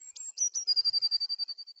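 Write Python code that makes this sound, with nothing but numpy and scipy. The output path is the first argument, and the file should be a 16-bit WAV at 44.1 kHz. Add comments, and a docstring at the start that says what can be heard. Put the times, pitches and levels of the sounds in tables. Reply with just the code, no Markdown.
"""Small bird in a fenced garden

Four thin high whistled notes step down, three opened by a rough upward flick, then a fast even trill:
all swept sines. Fences return one near echo and a faint blur of decaying noise; a far whistle, a sine
with noisy level, rises behind. Streaky, patchy noise follows the level, and low bumps of filtered
noise come and go. The top is cut steeply and the sound fades out."""
import sys
import numpy as np
from scipy import signal
from scipy.io import wavfile
from scipy.ndimage import uniform_filter1d

SR = 44100
rng = np.random.default_rng(int(sys.argv[2]) if len(sys.argv) > 2 else 0)


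def rack_gain(trim_db):
    """Turn a fader trim in dB into the linear factor to multiply a signal by."""
    fader = np.asarray(trim_db, float)
    return 10 ** (fader / 20)


def wav_out(sig):
    """Save sig, one row per channel (or a flat mono array), as 16-bit PCM at SR to the path in sys.argv[1]."""
    wavfile.write(sys.argv[1], SR, np.round(np.clip(np.atleast_2d(sig).T, -1, 1) * 32767).astype(np.int16))


N = 79380
T = np.arange(N) / SR


def slow(rate_hz):
    """Noise through a double one-pole low-pass; zero mean, spread 1."""
    r = np.exp(-2 * np.pi * rate_hz / SR)
    x = signal.lfilter([1], [1, -2 * r, r * r], rng.standard_normal(N + 9000))[9000:]
    return (x - x.mean()) / x.std()


def tone(hz, level):
    """A sine of given rms level following a pitch track."""
    return np.sqrt(2) * level * np.sin(2 * np.pi * np.cumsum(hz) / SR)


# Noise colour. Each row: frequency in Hz, relative density in dB.
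NOISE_COLOUR = [(150, -35), (300, -2.5), (500, -1.5), (1000, -2), (2000, -3), (3250, -3), (3380, -19),
                (4000, -19), (4100, 3), (5500, 2), (6500, -2), (7500, -3), (7900, -16)]
STREAK_DB, PATCH_DB, PATCH_MAX_DB, PATCH_HZ = 7.5, 8, 2, 402.7


def flickering_noise():
    """Coloured noise whose spectrum flickers in thin streaks and broad patches; rms 1."""
    hz, _, grid = signal.stft(rng.standard_normal(N), SR, nperseg=1536)
    streaks, patches = uniform_filter1d(rng.standard_normal((2, *grid.shape)), size=3, axis=2)
    patches = uniform_filter1d(patches, size=int(PATCH_HZ / hz[1]), axis=0)
    colour_hz, colour_db = np.transpose(NOISE_COLOUR)
    colour_db = np.interp(np.log(hz + 1), np.log(colour_hz), colour_db)[:, None]
    streak_db = STREAK_DB * streaks / streaks.std()
    patch_db = np.minimum(PATCH_DB * patches / patches.std(), PATCH_MAX_DB)
    grid = grid * rack_gain(colour_db + streak_db + patch_db) * (hz < 8200)[:, None]
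    out = signal.istft(grid, SR, nperseg=1536)[1][:N]
    return out / out.std()


# Noise level independent of the signal. Each row: time in seconds, level in dB.
HUSH = [(0, -83), (.3, -89.5), (.5, -90.5), (.85, -73.5), (1.1, -75.5), (1.45, -88.5)]
NOISE_DB, NOISE_FOLLOWS, NOISE_SMOOTH_S = -39, 0.67, 0.017  # FOLLOWS: dB of noise per dB of signal


def level_following_noise(dry):
    """Noise whose level is a compressed copy of the smoothed signal level, plus a slow independent part."""
    width = int(NOISE_SMOOTH_S * SR)
    power = uniform_filter1d(uniform_filter1d(dry ** 2, width), width)
    following = rack_gain(NOISE_DB) * np.maximum(power, 1e-12) ** (NOISE_FOLLOWS / 2)
    hush = rack_gain(np.interp(T, *np.transpose(HUSH)))
    return (following + hush) * flickering_noise()


# Low bumps of noise. Each row: middle in seconds, length in seconds, top in Hz, level in dB.
LOW_BUMPS = [(0.136, 0.042, 153, -79.5), (.44, 0.1, 256, -67), (0.583, 0.11, 223.6, -80),
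             (0.704, 0.066, 200, -65.5), (0.793, 0.15, 150, -74), (0.899, 0.14, 155.5, -71),
             (1.013, 0.086, 180, -76.5), (1.156, 0.17, 79.8, -77)]


def low_bumps():
    """Band-passed low noise in soft cosine-squared swells."""
    out, white = 0, rng.standard_normal(N)
    for middle_s, length_s, top_hz, db in LOW_BUMPS:
        band = signal.butter(3, [top_hz / 4, top_hz], "band", fs=SR, output="sos")
        low = signal.sosfilt(band, white)
        swell = np.cos(np.pi * np.clip((T - middle_s) / length_s, -.5, .5)) ** 2
        out = out + rack_gain(db) * low / low.std() * swell
    return out


# Far whistle. Each row: time in seconds, pitch in Hz, level in dB.
FAR = [(0, 2123, -76.5), (0.098, 2360, -75.5), (.2, 2480, -71), (0.302, 2620, -79.5), (0.401, 2760, -76),
       (0.499, 2827, -100)]
FAR_WIDTH_HZ = 90


def far_whistle():
    """A rising sine blurred into a band by noisy level, smeared by distance."""
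    s, hz, db = np.transpose(FAR)
    return tone(np.interp(T, s, hz), rack_gain(np.interp(T, s, db)) * slow(FAR_WIDTH_HZ))


TAIL_DB, TAIL_T60_S, TAIL_ONSET_S = -25, .3, .002  # tail energy ahead of the roughening
NEAR_ECHO_S, NEAR_ECHO_DB = .0021, -17
ROUGHNESS_HZ, ROUGHNESS_DB, BLUR_STEADY = 260, 1.5, .6


def garden(x):
    """One close reflection and a diffuse dying blur whose level is partly roughened by slow noise."""
    t = T[:SR // 2]
    tail = rng.standard_normal(len(t)) * rack_gain(-60 * t / TAIL_T60_S) * (1 - np.exp(-t / TAIL_ONSET_S))
    tail = rack_gain(TAIL_DB) * tail / np.sqrt(np.sum(tail ** 2))
    near = rack_gain(NEAR_ECHO_DB) * np.pad(x, (int(NEAR_ECHO_S * SR), 0))[:N]
    roughness = uniform_filter1d(np.tanh(2 * slow(ROUGHNESS_HZ)), size=40)
    blur = signal.fftconvolve(x, tail)[:N] * (BLUR_STEADY + rack_gain(ROUGHNESS_DB) * roughness)
    return x + near + blur


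# Upward flicks. Each row: start in seconds, length in seconds, from Hz, to Hz, level in dB before shaping.
FLICKS = [(0.15, 0.027, 2700, 7520, -36), (0.361, .037, 4300, 6244, -30), (0.529, .034, 4175, 6154, -29.5)]
FLICK_SWELL_DB, FLICK_LEAN, FLICK_BEND = 31, 1.87, 1.7
FLICK_ROUGH_HZ, FLICK_CLEAN = 600, .8
OCTAVE_DB, OCTAVE_BELOW_HZ = -1.5, 3700


def flicks():
    """Fast sweeps that start hoarse, with an octave while low, and clear up as they reach the note."""
    out, rough = 0, slow(FLICK_ROUGH_HZ)
    for start_s, length_s, low_hz, high_hz, db in FLICKS:
        u = np.clip((T - start_s) / length_s, 0, 1)
        level = rack_gain(db - FLICK_SWELL_DB * (1 - u) ** 2) * np.sin(np.pi * u ** FLICK_LEAN) ** .5
        level = level * (FLICK_CLEAN * u + (1 - u * u) * rough)
        hz = low_hz + (high_hz - low_hz) * np.sin(np.pi / 2 * u ** FLICK_BEND) ** 2
        octave = tone(2 * hz, level * rack_gain(OCTAVE_DB) * (hz < OCTAVE_BELOW_HZ))
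        high_pass = signal.butter(10, 1.073 * low_hz, "high", fs=SR, output="sos")
        out = out + signal.sosfilt(high_pass, tone(hz, level) + octave)
    return out


# Held notes, one list each. Each row: time in seconds, pitch in Hz, level in dB at flutter crests.
HELD = [
    [(0, 7600, -66), (.016, 7550, -45.5), (.035, 7590, -47), (.06, 7550, -47), (.088, 7560, -42.5),
     (.1, 7580, -38.5), (.106, 7325, -44), (.112, 7100, -56.5)],
    [(.176, 7550, -44.5), (.185, 7370, -49), (.196, 7610, -45.5), (.205, 7550, -36), (.22, 7514, -40.5),
     (.26, 7495, -38.5), (.285, 7524, -37), (.298, 7610, -35), (.305, 7350, -47.5), (.31, 7230, -61.5)],
    [(.4, 6120, -50), (.404, 6120, -33.5), (.412, 5990, -26.5), (.424, 5832, -27), (.445, 5798, -29),
     (.468, 5824, -28), (.478, 5737, -33.5), (.483, 5770, -49.5)],
    [(.559, 6090, -36), (.565, 5980, -31), (.572, 5970, -28), (.578, 5826, -28.5), (.583, 5830, -33.5),
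     (.592, 5726, -33), (.598, 5660, -36.5), (.626, 5730, -36), (.634, 5625, -39.5), (.638, 5625, -52)],
]
FLUTTER_DB = [8.5, 2.1, 0.27, 1.5]  # depth for each note
FLUTTER_HZ, CREST_S, HELD_EDGE_S = 70.2, .0185, .002


def held_notes(pitch_shift_hz):
    """Pure whistles with fluttering level and short soft edges."""
    out = 0
    flutter = np.sin(np.pi * FLUTTER_HZ * (T - CREST_S)) ** 4
    for note, depth_db in zip(HELD, FLUTTER_DB):
        s, hz, db = np.transpose(note)
        edge = np.clip(np.minimum(T - s[0], s[-1] - T) / HELD_EDGE_S + 1, 0, 1)
        level = edge * rack_gain(np.interp(T, s, db) - depth_db * flutter)
        out = out + tone(np.interp(T, s, hz) + pitch_shift_hz, level)
    return out


# Brief catches in the trill. Each row: time in seconds, level change in dB, pitch hook just after in Hz.
CATCHES = [(.785, -2, -0.5), (0.956, 0, -1), (1.015, -1, 60), (1.047, 1, -21), (1.134, -2.5, -0.5),
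           (1.236, -1.5, 0), (1.313, -2.5, 0), (1.331, -6, 70), (1.407, -0.5, -2), (1.49, -5, 30),
           (1.519, -1.5, 52), (1.621, -8, 129.5), (1.771, -19, -2.5)]
CATCH_S, HOOK_S = 0.0025, 0.0062


def catches():
    """Gaussian level changes in dB, and the pitch hooks in Hz that follow them."""
    catch_db = sum(db * np.exp(-((T - s) / CATCH_S) ** 2) for s, db, _ in CATCHES)
    hook_hz = sum(hz * np.exp(-((T - s) / HOOK_S - 1) ** 2) for s, _, hz in CATCHES)
    return catch_db, hook_hz


# Trill. Each row: start in seconds, length in seconds, level in dB, lowest pitch in Hz before waver,
# share of the note spent dying away.
TRILL = [(0.67, 0.063, -24, 4823, 0.22), (.758, .055, -23, 4726, 0.2), (0.843, .057, -24.5, 4688, 0.15),
         (.927, 0.06, -25.5, 4641, 0.15), (1.014, 0.064, -25, 4670, 0.24), (1.109, 0.061, -25, 4641, 0.16),
         (1.200, 0.062, -28, 4598, 0.26), (1.29, 0.059, -29, 4626, 0.17), (1.384, 0.055, -29.5, 4616, 0.11),
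         (1.479, 0.052, -29.5, 4542, 0.32), (1.576, 0.058, -31, 4596, 0.25),
         (1.665, 0.057, -30.5, 4570, 0.18), (1.757, 0.039, -31.5, 4540, 0.082)]
SWELL_SHARE, LOWEST_AT = 0.66, 0.61  # shares of the note
START_RISE_HZ, RISE_SHRINKS_PER_S, END_RISE_HZ = 300, 1.1, 105


def trill(pitch_shift_hz):
    """Each note swells, stops short, and dips in pitch; the opening slide shrinks as the trill goes on."""
    out = 0
    for start_s, length_s, db, lowest_hz, dying in TRILL:
        u = np.clip((T - start_s) / length_s, 0, 1)
        swell = np.sin(np.pi / 2 * np.minimum(u / SWELL_SHARE, 1))
        release = np.clip((1 - u) / dying, 0, 1)
        rise_hz = START_RISE_HZ * np.exp(-RISE_SHRINKS_PER_S * (start_s - TRILL[0][0]))
        fall = rise_hz * (1 - u / LOWEST_AT) ** 2
        climb = END_RISE_HZ * np.sin(np.pi / 2 * (u - LOWEST_AT) / (1 - LOWEST_AT)) ** 2
        hz = lowest_hz + np.where(u < LOWEST_AT, fall, climb) + pitch_shift_hz
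        out = out + tone(hz, rack_gain(db) * swell * release)
    return out


WAVER_HZ, WAVER_DB, PITCH_WAVER_HZ = 80, .9, 8


def scene():
    """Bird heard through the garden, and the far whistle."""
    catch_db, hook_hz = catches()
    pitch_shift_hz = PITCH_WAVER_HZ * slow(WAVER_HZ) + hook_hz
    level = rack_gain(catch_db + WAVER_DB * slow(WAVER_HZ))
    bird = (held_notes(pitch_shift_hz) + trill(pitch_shift_hz)) * level + flicks()
    return (garden(bird) + far_whistle())[None]


def roll_off(x):
    """The treble ends steeply here."""
    return signal.sosfilt(signal.butter(12, 8120, fs=SR, output="sos"), x)


CUTOFF_HZ, FLOOR_DB = 8388, -90
FADE_FROM_S, FADE_DB_PER_S2, END_S = 1.355, -115, 1.7925


def record(dry):
    """Noise that follows the signal level, low bumps, a steep top cut, a closing fade, a faint floor."""
    x = dry + level_following_noise(dry) + low_bumps()
    x = signal.sosfiltfilt(signal.cheby2(12, 40, CUTOFF_HZ, fs=SR, output="sos"), x)
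    fade = rack_gain(FADE_DB_PER_S2 * np.maximum(T - FADE_FROM_S, 0) ** 2) * (T < END_S)
    mix = x * fade + rack_gain(FLOOR_DB) * rng.standard_normal(N)
    return roll_off(mix)


dry = scene()
out = record(dry)
wav_out(out)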